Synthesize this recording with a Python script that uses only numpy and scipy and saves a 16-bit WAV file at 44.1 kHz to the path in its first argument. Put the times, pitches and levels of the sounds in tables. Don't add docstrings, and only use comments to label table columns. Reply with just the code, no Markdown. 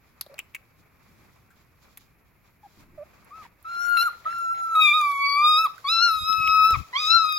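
import sys
import numpy as np
from scipy import signal
from scipy.fft import rfft, irfft, next_fast_len
from scipy.io import wavfile

SR = 44100
rng = np.random.default_rng(int(sys.argv[2]) if len(sys.argv) > 2 else 0)


def file_out(sig):
    cols = np.atleast_2d(sig).T
    lim = np.clip(cols, -1, 1)
    pcm = np.round(lim * 32767).astype(np.int16)
    wavfile.write(sys.argv[1], SR, pcm)


N = 325458
TIME = np.arange(N) / SR

# t/s, f/Hz
PITCH_1 = [(3.65, 1315), (3.67, 1296), (3.694, 1381), (3.806, 1385), (3.828, 1412), (3.96, 1401),
           (3.992, 1337), (4.044, 1427), (4.062, 1398)]
PITCH_2 = [(4.252, 1235), (4.29, 1335), (4.335, 1378), (4.5, 1342), (4.52, 1357), (4.745, 1320),
           (4.764, 1265), (4.8, 1283), (4.88, 1188), (4.924, 1182), (4.954, 1249), (4.985, 1242),
           (5.045, 1165), (5.15, 1121), (5.35, 1138), (5.496, 1246), (5.562, 1232), (5.602, 1302),
           (5.645, 1306)]
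PITCH_3 = [(5.842, 1115), (5.872, 1123), (5.9, 1290), (5.926, 1348), (5.955, 1334), (5.998, 1355),
           (6.038, 1412), (6.065, 1404), (6.12, 1300), (6.214, 1256), (6.3, 1290), (6.63, 1280),
           (6.705, 1318), (6.735, 1298)]
PITCH_4 = [(6.94, 1002), (6.982, 1160), (7.018, 1264), (7.043, 1240), (7.093, 1286), (7.104, 1328),
           (7.154, 1369), (7.25, 1270), (7.376, 1240)]
# t/s, fundamental level/dB, 2nd harmonic level/dB, 3rd level/dB, 4th level/dB, higher overtones level/dB
VOICE_1 = [(3.665, -39, -65, -71, -73, -76), (3.733, -36, -61.5, -46, -66, -64),
           (3.841, -29.5, -59, -54.5, -44, -49), (3.933, -21.5, -47.5, -45.5, -68, -52),
           (4.013, -25.5, -38, -33.5, -48.5, -43), (4.075, -22, -75, -54, -68, -44)]
VOICE_2 = [(4.265, -26.5, -63, -74, -72, -67), (4.315, -35, -53.5, -54, -64, -60.5),
           (4.515, -28.5, -62.5, -67, -64, -59.5), (4.559, -36.5, -62, -61, -66, -61),
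           (4.675, -31, -72, -65, -65, -58.5), (4.795, -15, -41, -34, -70, -48.5),
           (4.821, -22.5, -22.5, -21, -45.5, -43.5), (4.919, -27.5, -15, -28, -49, -48.5),
           (4.953, -19, -35, -24.5, -51, -49), (5.061, -22.5, -31.5, -53.5, -50.5, -52),
           (5.177, -29.5, -35.5, -51.5, -60, -53.5), (5.251, -25.5, -23.5, -49.5, -37.5, -55),
           (5.329, -24, -27.5, -51.5, -31.5, -54.5), (5.417, -19, -26.5, -48, -42.5, -53.5),
           (5.449, -16, -33, -29, -38.5, -48), (5.589, -20, -35.5, -22.5, -32, -46),
           (5.631, -24, -33, -49, -44, -49), (5.655, -17, -41, -40.5, -47, -41.5)]
VOICE_3 = [(5.855, -27, -46, -57, -46.5, -63), (5.889, -29, -32.5, -22, -32.5, -48),
           (6.045, -19, -34, -21.5, -36.5, -51.5), (6.117, -21.5, -47, -38.5, -44, -48),
           (6.225, -39, -46.5, -33, -49, -49), (6.301, -22.5, -39.5, -33, -35, -52),
           (6.427, -28, -28, -45, -45.5, -55), (6.499, -22, -31, -35, -34.5, -57.5),
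           (6.551, -19.5, -31, -44.5, -37, -52), (6.657, -16.5, -32.5, -37, -34.5, -46),
           (6.725, -18.5, -42, -39, -39, -53), (6.745, -20.5, -29, -47, -48, -62)]
VOICE_4 = [(6.943, -35.5, -38, -51, -51, -55), (6.963, -26, -33.5, -25, -45, -47),
           (6.989, -34.5, -32.5, -36.5, -36, -41), (7.067, -29, -37.5, -27.5, -29.5, -40),
           (7.117, -23, -33.5, -22, -29.5, -46), (7.153, -16.5, -41, -21, -36, -57.5),
           (7.265, -24, -40.5, -40, -43, -53), (7.287, -29, -34.5, -33.5, -43, -53.5),
           (7.365, -35, -44, -34, -36.5, -53.5)]
# start t/s, end t/s, added roughness at the start, time to clear t/s,
# tilt of the top overtones at the start and at the end [dB per octave]
WHINES = [(3.645, 4.094, 0.4, 0.1, -19, -2.5), (4.253, 5.674, 0.2, 0.18, -17.5, -6.5),
          (5.842, 6.763, .18, 0.07, -18, 15), (6.929, 7.448, 0.43, 0.12, -51.5, -4)]
# t/s, spread of the roughness t/s, added roughness, leap level/dB before it evens out
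CRACKS = [(3.971, 0.0064, 0.87, 19.5), (4.034, 0.015, 0.47, -16.5), (4.752, 0.0056, .35, 15),
          (6.024, 0.0046, 0.1, 8), (6.082, 0.021, 0.2, 2.5), (6.757, 0.014, 0.7, 2),
          (7.103, 0.0077, 0.07, 9.5)]
# t/s, left-right level/dB, left lead [rad]
HEAD = [(3.7, 0, 1.5), (3.88, 17, 2.5), (4.02, 2, 1.3), (4.65, -1, 2), (4.75, -0.5, .5), (5.35, 3.5, 0.3),
        (5.52, -.5, 0.8), (6.02, 4.5, 0.4), (6.2, 10, -1.1), (6.7, 4, -0.1), (7.14, 7, 1.06),
        (7.33, 9, -2.5)]
# f/Hz, relative level/dB
OVERTONES = [(5500, 2), (6500, 7), (7400, 12.5), (8600, -6.5), (9800, 14), (11500, 17.5), (13000, 16),
             (14300, 13), (16000, -17)]
# f/Hz, relative level/dB per Hz
RASP = [(200, -19), (600, -14.5), (1000, -15), (1400, 10.5), (2300, 13), (3000, -19.5), (3900, 14.5),
        (5200, -38), (6500, -34), (8500, -33.5), (11000, -23), (16000, -29)]
# t/s, length t/s, first f/Hz, middle f/Hz, last f/Hz, level/dB before the harmonics' falls, roughness
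WHIMPERS = [(0.264, 0.0077, 640, 570, 553, -43.5, 1.3), (0.292, 0.063, 620, 536, 640, -46.5, 0.48),
            (2.629, 0.0453, 894, 822, 775, -44, 0.3), (2.974, 0.067, 658, 578, 663, -34, 0.06),
            (3.301, 0.14, 1060, 1310, 1097, -39, 0.14), (3.45, 0.018, 980, 944, 840, -45, 0.25),
            (4.254, 0.036, 610, 634, 630, -46.5, 0.6), (4.4, 0.086, 630, 706, 636, -57.5, 1.3),
            (4.521, 0.13, 750, 792, 720, -54, 0.5)]
# t/s, length t/s, level/dB, mean pulse rate f/Hz
GRUMBLES = [(3.42, 0.053, -55, 250), (3.803, .1, -53.5, 170), (3.975, 0.2, -57, 75),
            (4.235, 0.093, -51.5, 140), (4.536, 0.084, -53.5, 96)]
# f/Hz, relative level/dB per Hz
MUZZLE = [(250, -31), (500, -13), (700, -8.5), (1000, -11), (1400, -14), (2000, -3.5), (2600, -15.5),
          (4000, -19.5), (8000, -43)]
# t/s, onset level/dB before trim, resonance f/Hz, resonance level/dB before a fixed lift, tick t60 t/s
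SMACKS = [(0.2105, -31, 4730, 9, 0.021), (0.211, -26.5, 11600, -13.5, 0.025), (.221, -48, 4300, 13, 0.073),
          (0.263, -52, 4130, -11, 0.042), (0.342, -48.5, 4520, -13, 0.012),
          (0.381, -41.5, 2660, -10, 0.046), (0.3904, -26.5, 2650, -12, 0.017),
          (0.398, -36.5, 2750, -2, 0.03), (.541, -52, 2400, 3, 0.035), (0.5475, -30, 2380, -10, 0.045),
          (0.563, -41, 2400, 22, 0.014), (1.504, -56.5, 1490, -13, 0.13), (1.973, -39, 11800, -17.5, 0.032)]
GRIT = [(3.2455, -61, 11200, 14, 0.03), (3.6263, -57, 11800, 29, 0.027), (4.326, -42, 1720, 12, 0.017),
        (4.347, -60, 11300, -10, .015), (4.385, -51.5, 11700, 8, 0.044), (5.012, -38.5, 6460, -32, 0.04),
        (5.116, -43.5, 3970, -16, 0.023), (5.78, -44, 1580, -4.5, 0.024), (6.327, -34, 3760, -11, 0.015),
        (6.4752, -27.5, 2570, -1, 0.01), (6.707, -34.5, 6870, -33, 0.012), (6.723, -50, 7400, 8, .015),
        (7.216, -54, 12200, 4, 0.013), (7.253, -51, 12000, 1, 0.02), (7.293, -51, 11200, 8, .02),
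        (7.325, -35.5, 12100, -18, 0.0027)]
# f/Hz, relative level/dB per Hz
TICK = [(150, 1), (600, -6), (1300, 11.5), (3500, 5.5), (5500, -0.5), (7300, 7.5), (9000, 1), (12000, 2),
        (16000, 5.5)]
# t/s, level/dB before trim
TUSSLE = [(0, -72), (2.3, -76), (3.55, -76), (3.72, -62.5), (4.55, -69), (4.9, -60.5), (5.85, -65),
          (7.38, -63.5)]
# middle t/s, half length t/s,
# fur level/dB, loose dirt level/dB, low rumble level/dB, all before trims
SHOVES = [(0.364, 0.077, -64.5, -68, -67), (0.803, 0.026, -87, -69, -62), (1.21, 0.23, -70.5, -69, -63),
          (1.593, 0.046, -72, -67.5, -75), (1.87, 0.081, -68.5, -65.5, -67), (2.018, .05, -78, -63.5, -82),
          (2.47, 0.04, -71.5, -69, -74), (2.715, 0.073, -80, -65, -80), (2.812, 0.038, -67, -66, -57.5),
          (3.192, 0.25, -65, -67.5, -66), (3.416, 0.053, -64.5, -63, -64), (4.008, 0.047, -60, -59, -91),
          (4.35, 0.054, -64, -59, -63), (4.777, .15, -66, -64, -71), (6.43, 0.22, -60, -48, -57.5),
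          (6.737, 0.081, -60, -48, -54), (7.084, 0.11, -85, -44, -67)]
# f/Hz, relative level/dB per Hz
FUR_COLOUR = [(150, -26.5), (400, 1.5), (700, 1.5), (1200, 5.5), (1700, -1.5), (2400, 2), (2750, -6.5),
              (3100, -41), (6000, -44)]
# f/Hz, relative level/dB per Hz
DIRT_COLOUR = [(1500, -17.5), (3200, 7), (4600, 7.5), (6000, 4), (7500, 4), (8600, -19), (11000, 3),
               (14000, -6), (16000, 0)]
# start t/s, length t/s, level/dB
ROLL = (2.75, 0.27, -58.5)
# f/Hz, relative level/dB per Hz
ROLL_COLOUR = [(100, 2), (230, -5), (340, 0.5), (450, -19), (900, -48)]
# t/s, level/dB before trim and lean, f/Hz, length t/s
BUMPS = [(6.15, -52, 66.7, 0.046), (6.199, -42.5, 73.6, 0.05), (6.297, -43.5, 240, 0.009),
         (6.369, -44.5, 108, 0.058), (6.438, -49.5, 71, 0.087), (6.561, -54, 68, 0.11),
         (6.709, -32, 292, 0.0021), (6.719, -31.5, 78.5, 0.047), (6.763, -33.5, 121, 0.033),
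         (6.775, -37, 77, 0.062), (7.127, -49.5, 70.4, 0.069)]
# f/Hz, t60 t/s
YARD = [(300, 0.24), (1300, 0.33), (4000, 0.37), (8000, 0.26), (15000, 0.39)]
# f/Hz, relative level/dB per Hz
AIR = [(25, -8), (50, 1.5), (120, 0.5), (300, -10), (730, -20.5), (1500, -18.5), (2400, -14.5),
       (3200, -33.5), (7500, -43.5), (8600, -49), (11300, -24), (16000, -28.5)]

ATTACK_S, ATTACK_DB = 0.0101, -14.5
SAG_S, SAG_SHARE, SAG_ROUGH, SAG_DB = 0.0269, 0.182, 0.45, -14.5
SAG_OVERTONE_DB = -4
CLEAR_ROUGH = 0.021
LEAP_S, LEAP_SHARE = 0.033, 0.22
CALM_DB, DIRT_CALM_DB, DIRT_RISE = -76, -78, 1.5
STROKE_DB = 2.6
RUMBLE_DB, AIR_DB = -71, -64.5
EDGE_HZ = 16100


def whine(start, end, first_rough, clear_s, first_tilt_db, last_tilt_db, pitch, levels):
    t = np.arange(start, end, 1 / SR)
    onset = np.clip(1 - (t - start) / ATTACK_S, 0, 1)
    sag = np.clip(1 - (end - t) / SAG_S, 0, 1)
    hz = curves(pitch, t)[0] * (1 - SAG_SHARE * sag)

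    leaps_db = np.outer([LEAP_SHARE, 1, 1, 1, LEAP_SHARE], crack_leap(t))
    *low_db, high_db = curves(levels, t) + ATTACK_DB * onset + SAG_DB * sag ** 2 + leaps_db
    high_db = high_db + SAG_OVERTONE_DB * sag

    rough = CLEAR_ROUGH + first_rough * swell(t, start, clear_s) + SAG_ROUGH * sag
    rough += sum(depth * swell(t, s, length) for s, length, depth, _ in CRACKS)
    jitter = 0.028 * rough * wander(len(t), 210).real + 0.0063 * wander(len(t), 49).real
    turns = np.cumsum(hz * (1 + jitter)) / SR

    left_db, lead = curves(HEAD, t)
    ratio = gain_of(left_db) * np.exp(1j * lead)
    left = (ratio - 1) / (ratio + 1)
    voice = partial(turns, gain_of(low_db[0]), rough, shimmer=0.25, spread=0.12, left=left)
    for k, db in enumerate(low_db[1:], 2):
        level = gain_of(db - 0.66 + 2 * wander(len(t), 45).real)
        voice += partial(k * turns, level, rough, shimmer=1.0, spread=0.74, left=0.25)

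    tilt_db = np.linspace(first_tilt_db, last_tilt_db, len(t))
    voice += top_overtones(hz, turns, high_db, tilt_db, rough)
    voice += breath(turns, low_db, rough)
    return start, voice * signal.windows.tukey(len(t), 0.003 * SR / len(t))


def crack_leap(t):
    return sum(db / 2 * np.tanh((t - s) / 0.0011) * np.exp(-abs(t - s) / LEAP_S)
               for s, _, _, db in CRACKS)


def top_overtones(hz, turns, level_db, tilt_db, rough):
    orders = np.arange(5, 15)
    overtone_hz = orders[:, None] * hz
    shares = gain_of(read(OVERTONES, overtone_hz) + tilt_db * np.log2(overtone_hz / 10000))
    shares /= np.linalg.norm(shares, axis=0)
    voice = 0
    for k, share in zip(orders, shares):
        waver_db = 4.1 * wander(len(hz), 16).real + 3.65 * wander(len(hz), 40).real
        level = share * gain_of(level_db - 2.5 + waver_db)
        voice = voice + partial(k * turns, level, rough + 0.067, shimmer=0.8, spread=0.67, left=-0.33)
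    return voice


def breath(turns, low_db, rough):
    effort = np.linalg.norm(gain_of(low_db), axis=0)
    puffs = noise(RASP, len(turns), same=0.42) * (1 + .5 * np.cos(2 * np.pi * turns))
    return gain_of(-17.0) * effort * rough * puffs


def partial(turns, level, rough, shimmer=.45, spread=.5, left=.15):
    flutter = 1 + shimmer * rough * wander(len(turns), 120)
    side = left + spread * wander(len(turns), 4.7)
    channels = np.array([1 + side, 1 - side])
    return np.sqrt(2) * (level * flutter * np.exp(2j * np.pi * turns) * channels).real


def whimper(s, length, first_hz, middle_hz, last_hz, db, rough):
    u = np.linspace(0, 1, int(length * SR))
    arch = np.polyfit([0, .5, 1], [first_hz, middle_hz, last_hz], 2)
    hz = np.polyval(arch, u)
    turns = np.cumsum(hz * (1 + 0.044 * rough * wander(len(u), 150).real)) / SR
    tone = sum(partial(k * turns, gain_of(db + fall_db), rough, shimmer=1.0, spread=0.24, left=0)
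               for k, fall_db in enumerate([-5.5, -27.5, -40, -39], 1))
    return s, tone * signal.windows.tukey(len(u), .3)


def grumble(s, length, db, rate):
    size = int(length * SR)
    turns = np.cumsum(rate * (1 + .25 * wander(size, 60).real)) / SR
    puffs = evened(0.27 + np.exp(-(turns % 1) / 0.24))
    hiss = noise(MUZZLE, SR // 4, same=0.23)[:, :size]
    return s, gain_of(db) * hiss * puffs * signal.windows.tukey(size, .4)


def snap(s, db, hz, ring_db, t60, left_db=0):
    t = np.arange(SR // 8) / SR
    burst = noise(TICK, len(t), same=0.53) * gain_of(-60 * t / t60) * (1 - np.exp(-t / 0.0001))
    cavity = signal.iirpeak(min(hz, EDGE_HZ), 3.5, SR)
    ring = signal.lfilter(*cavity, signal.lfilter(*cavity, burst))
    sound = burst + gain_of(ring_db + 28.5) * ring
    onset_level = sound[:, :SR // 250].std()
    return s, gain_of(db - 1.0) * lean(left_db) * sound / onset_level


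def scuffle(fur_shove, dirt_shove):
    vigour_db, = curves(TUSSLE, TIME)
    fur_level = np.hypot(gain_of(vigour_db), fur_shove)
    dirt_level = np.hypot(gain_of(DIRT_CALM_DB + DIRT_RISE * (vigour_db - CALM_DB)), dirt_shove)

    fur_strokes = gain_of(4.5 + STROKE_DB * wander(N, 35).real)
    fur = noise(FUR_COLOUR, N, same=0.36) * fur_level * fur_strokes

    grains = (rng.random(N) < 130 / SR) * gain_of(2.8 * np.minimum(rng.exponential(1, N), 4))
    crackle = signal.lfilter([1], [1, -np.exp(-1 / (0.00044 * SR))], grains)
    dirt = noise(DIRT_COLOUR, N, same=0.1) * evened(1 + 0.56 * crackle)
    dirt = dirt * dirt_level * gain_of(-3.0 + STROKE_DB * wander(N, 24).real)
    return fur + dirt * lean(-2.0)


def shoves():
    return sum(gain_of(levels_db)[:, None] * swell(TIME, s, half) for s, half, *levels_db in SHOVES)


def roll(s, length, db):
    size = int(length * SR)
    drag = gain_of(db + 2 * wander(size, 20).real)
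    return s, drag * noise(ROLL_COLOUR, size, same=0.88) * signal.windows.tukey(size, .3)


def bump(s, db, hz, length):
    t = np.arange(int(length * SR)) / SR
    push = np.sin(2 * np.pi * (hz * t + .5 * rng.random((2, 1))))
    dull = [(20, -34), (50, 9.5), (150, 0.5), (500, -25.0), (2000, -42)]
    push = push + 0.47 * noise(dull, SR // 4, same=0.31)[:, :len(t)]
    return s, gain_of(db - 2.0) * lean(18.5) * push * signal.windows.tukey(len(t), .8)


def yard(x):
    taps = rng.standard_normal((2, SR)) * (rng.random((2, SR)) < 1500 / SR) * (TIME[:SR] > .008)
    hz, t, z = signal.stft(taps, SR, nperseg=256)
    decay = gain_of(-60 * t / read(YARD, hz)[:, None])
    tail = signal.istft(z * decay, SR, nperseg=256)[1]
    tail = tail / np.linalg.norm(tail, axis=1, keepdims=True)
    return signal.fftconvolve(x, tail, axes=1)[:, :N]


def air(shove):
    level = np.hypot(gain_of(RUMBLE_DB), shove)
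    low = [(15, -35), (30, -14), (50, -2), (100, 0), (220, -5), (400, -13), (900, -35)]
    rumble = noise(low, N, same=.45)
    background = gain_of(AIR_DB) * noise(AIR, N, same=0.67)
    return background + rumble * level * gain_of(1.5 * wander(N, 9.8).real)


def noise(colour, size, same=.7):
    length = next_fast_len(size)
    tint = gain_of(read(colour, np.fft.rfftfreq(length, 1 / SR)))
    z = irfft(rfft(rng.standard_normal((3, length))) * tint, length)[:, :size]
    same = np.clip(same, 0, 1)
    pair = np.sqrt(same) * z[0] + np.sqrt(1 - same) * z[1:]
    return pair / pair.mean(0).std()


def wander(size, hz):
    f = np.fft.fftfreq(next_fast_len(max(size, SR)), 1 / SR)
    z = rng.standard_normal((len(f), 2)) @ [1, 1j]
    return evened(np.fft.ifft(z / (1 + (f / hz) ** 4)))[:size]


def swell(t, middle, half_length):
    return np.exp(-((t - middle) / half_length) ** 2)


def lean(db):
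    return gain_of(np.array([[db], [-db]]) / 2)


def gain_of(db):
    return 10 ** (np.asarray(db) / 20)


def evened(x):
    return x / np.sqrt(np.mean(abs(x) ** 2) + 1e-20)


def read(points, hz):
    f, value = np.transpose(points)
    return np.interp(np.log(hz + 1), np.log(f + 1), value)


def curves(rows, t):
    s, *columns = np.transpose(rows)
    return [np.interp(t, s, c) for c in columns]


def add(mix, s, sound):
    part = mix[:, round(s * SR):][:, :sound.shape[-1]]
    part += sound[..., :part.shape[-1]]


def scene():
    cries, small, bumps = np.zeros((3, 2, N))
    pitches = [PITCH_1, PITCH_2, PITCH_3, PITCH_4]
    voices = [VOICE_1, VOICE_2, VOICE_3, VOICE_4]
    for row, pitch, levels in zip(WHINES, pitches, voices):
        add(cries, *whine(*row, pitch, levels))
    for row in WHIMPERS:
        add(small, *whimper(*row))
    for row in GRUMBLES:
        add(small, *grumble(*row))
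    for row in SMACKS:
        add(small, *snap(*row, left_db=1.0))
    for row in GRIT:
        add(small, *snap(*row, left_db=-11.0))
    for row in BUMPS:
        add(bumps, *bump(*row))
    echo = yard(gain_of(-14) * cries + gain_of(-23.5) * small)
    add(small, *roll(*ROLL))
    fur_shove, dirt_shove, rumble_shove = shoves()
    return cries + small + echo + scuffle(fur_shove, dirt_shove) + air(rumble_shove) + bumps


def record(dry):
    low_pass = signal.firwin(401, EDGE_HZ, window=("kaiser", 9), fs=SR)
    return signal.oaconvolve(dry, low_pass[None], "same", axes=1)


dry = scene()
out = record(dry)
file_out(out)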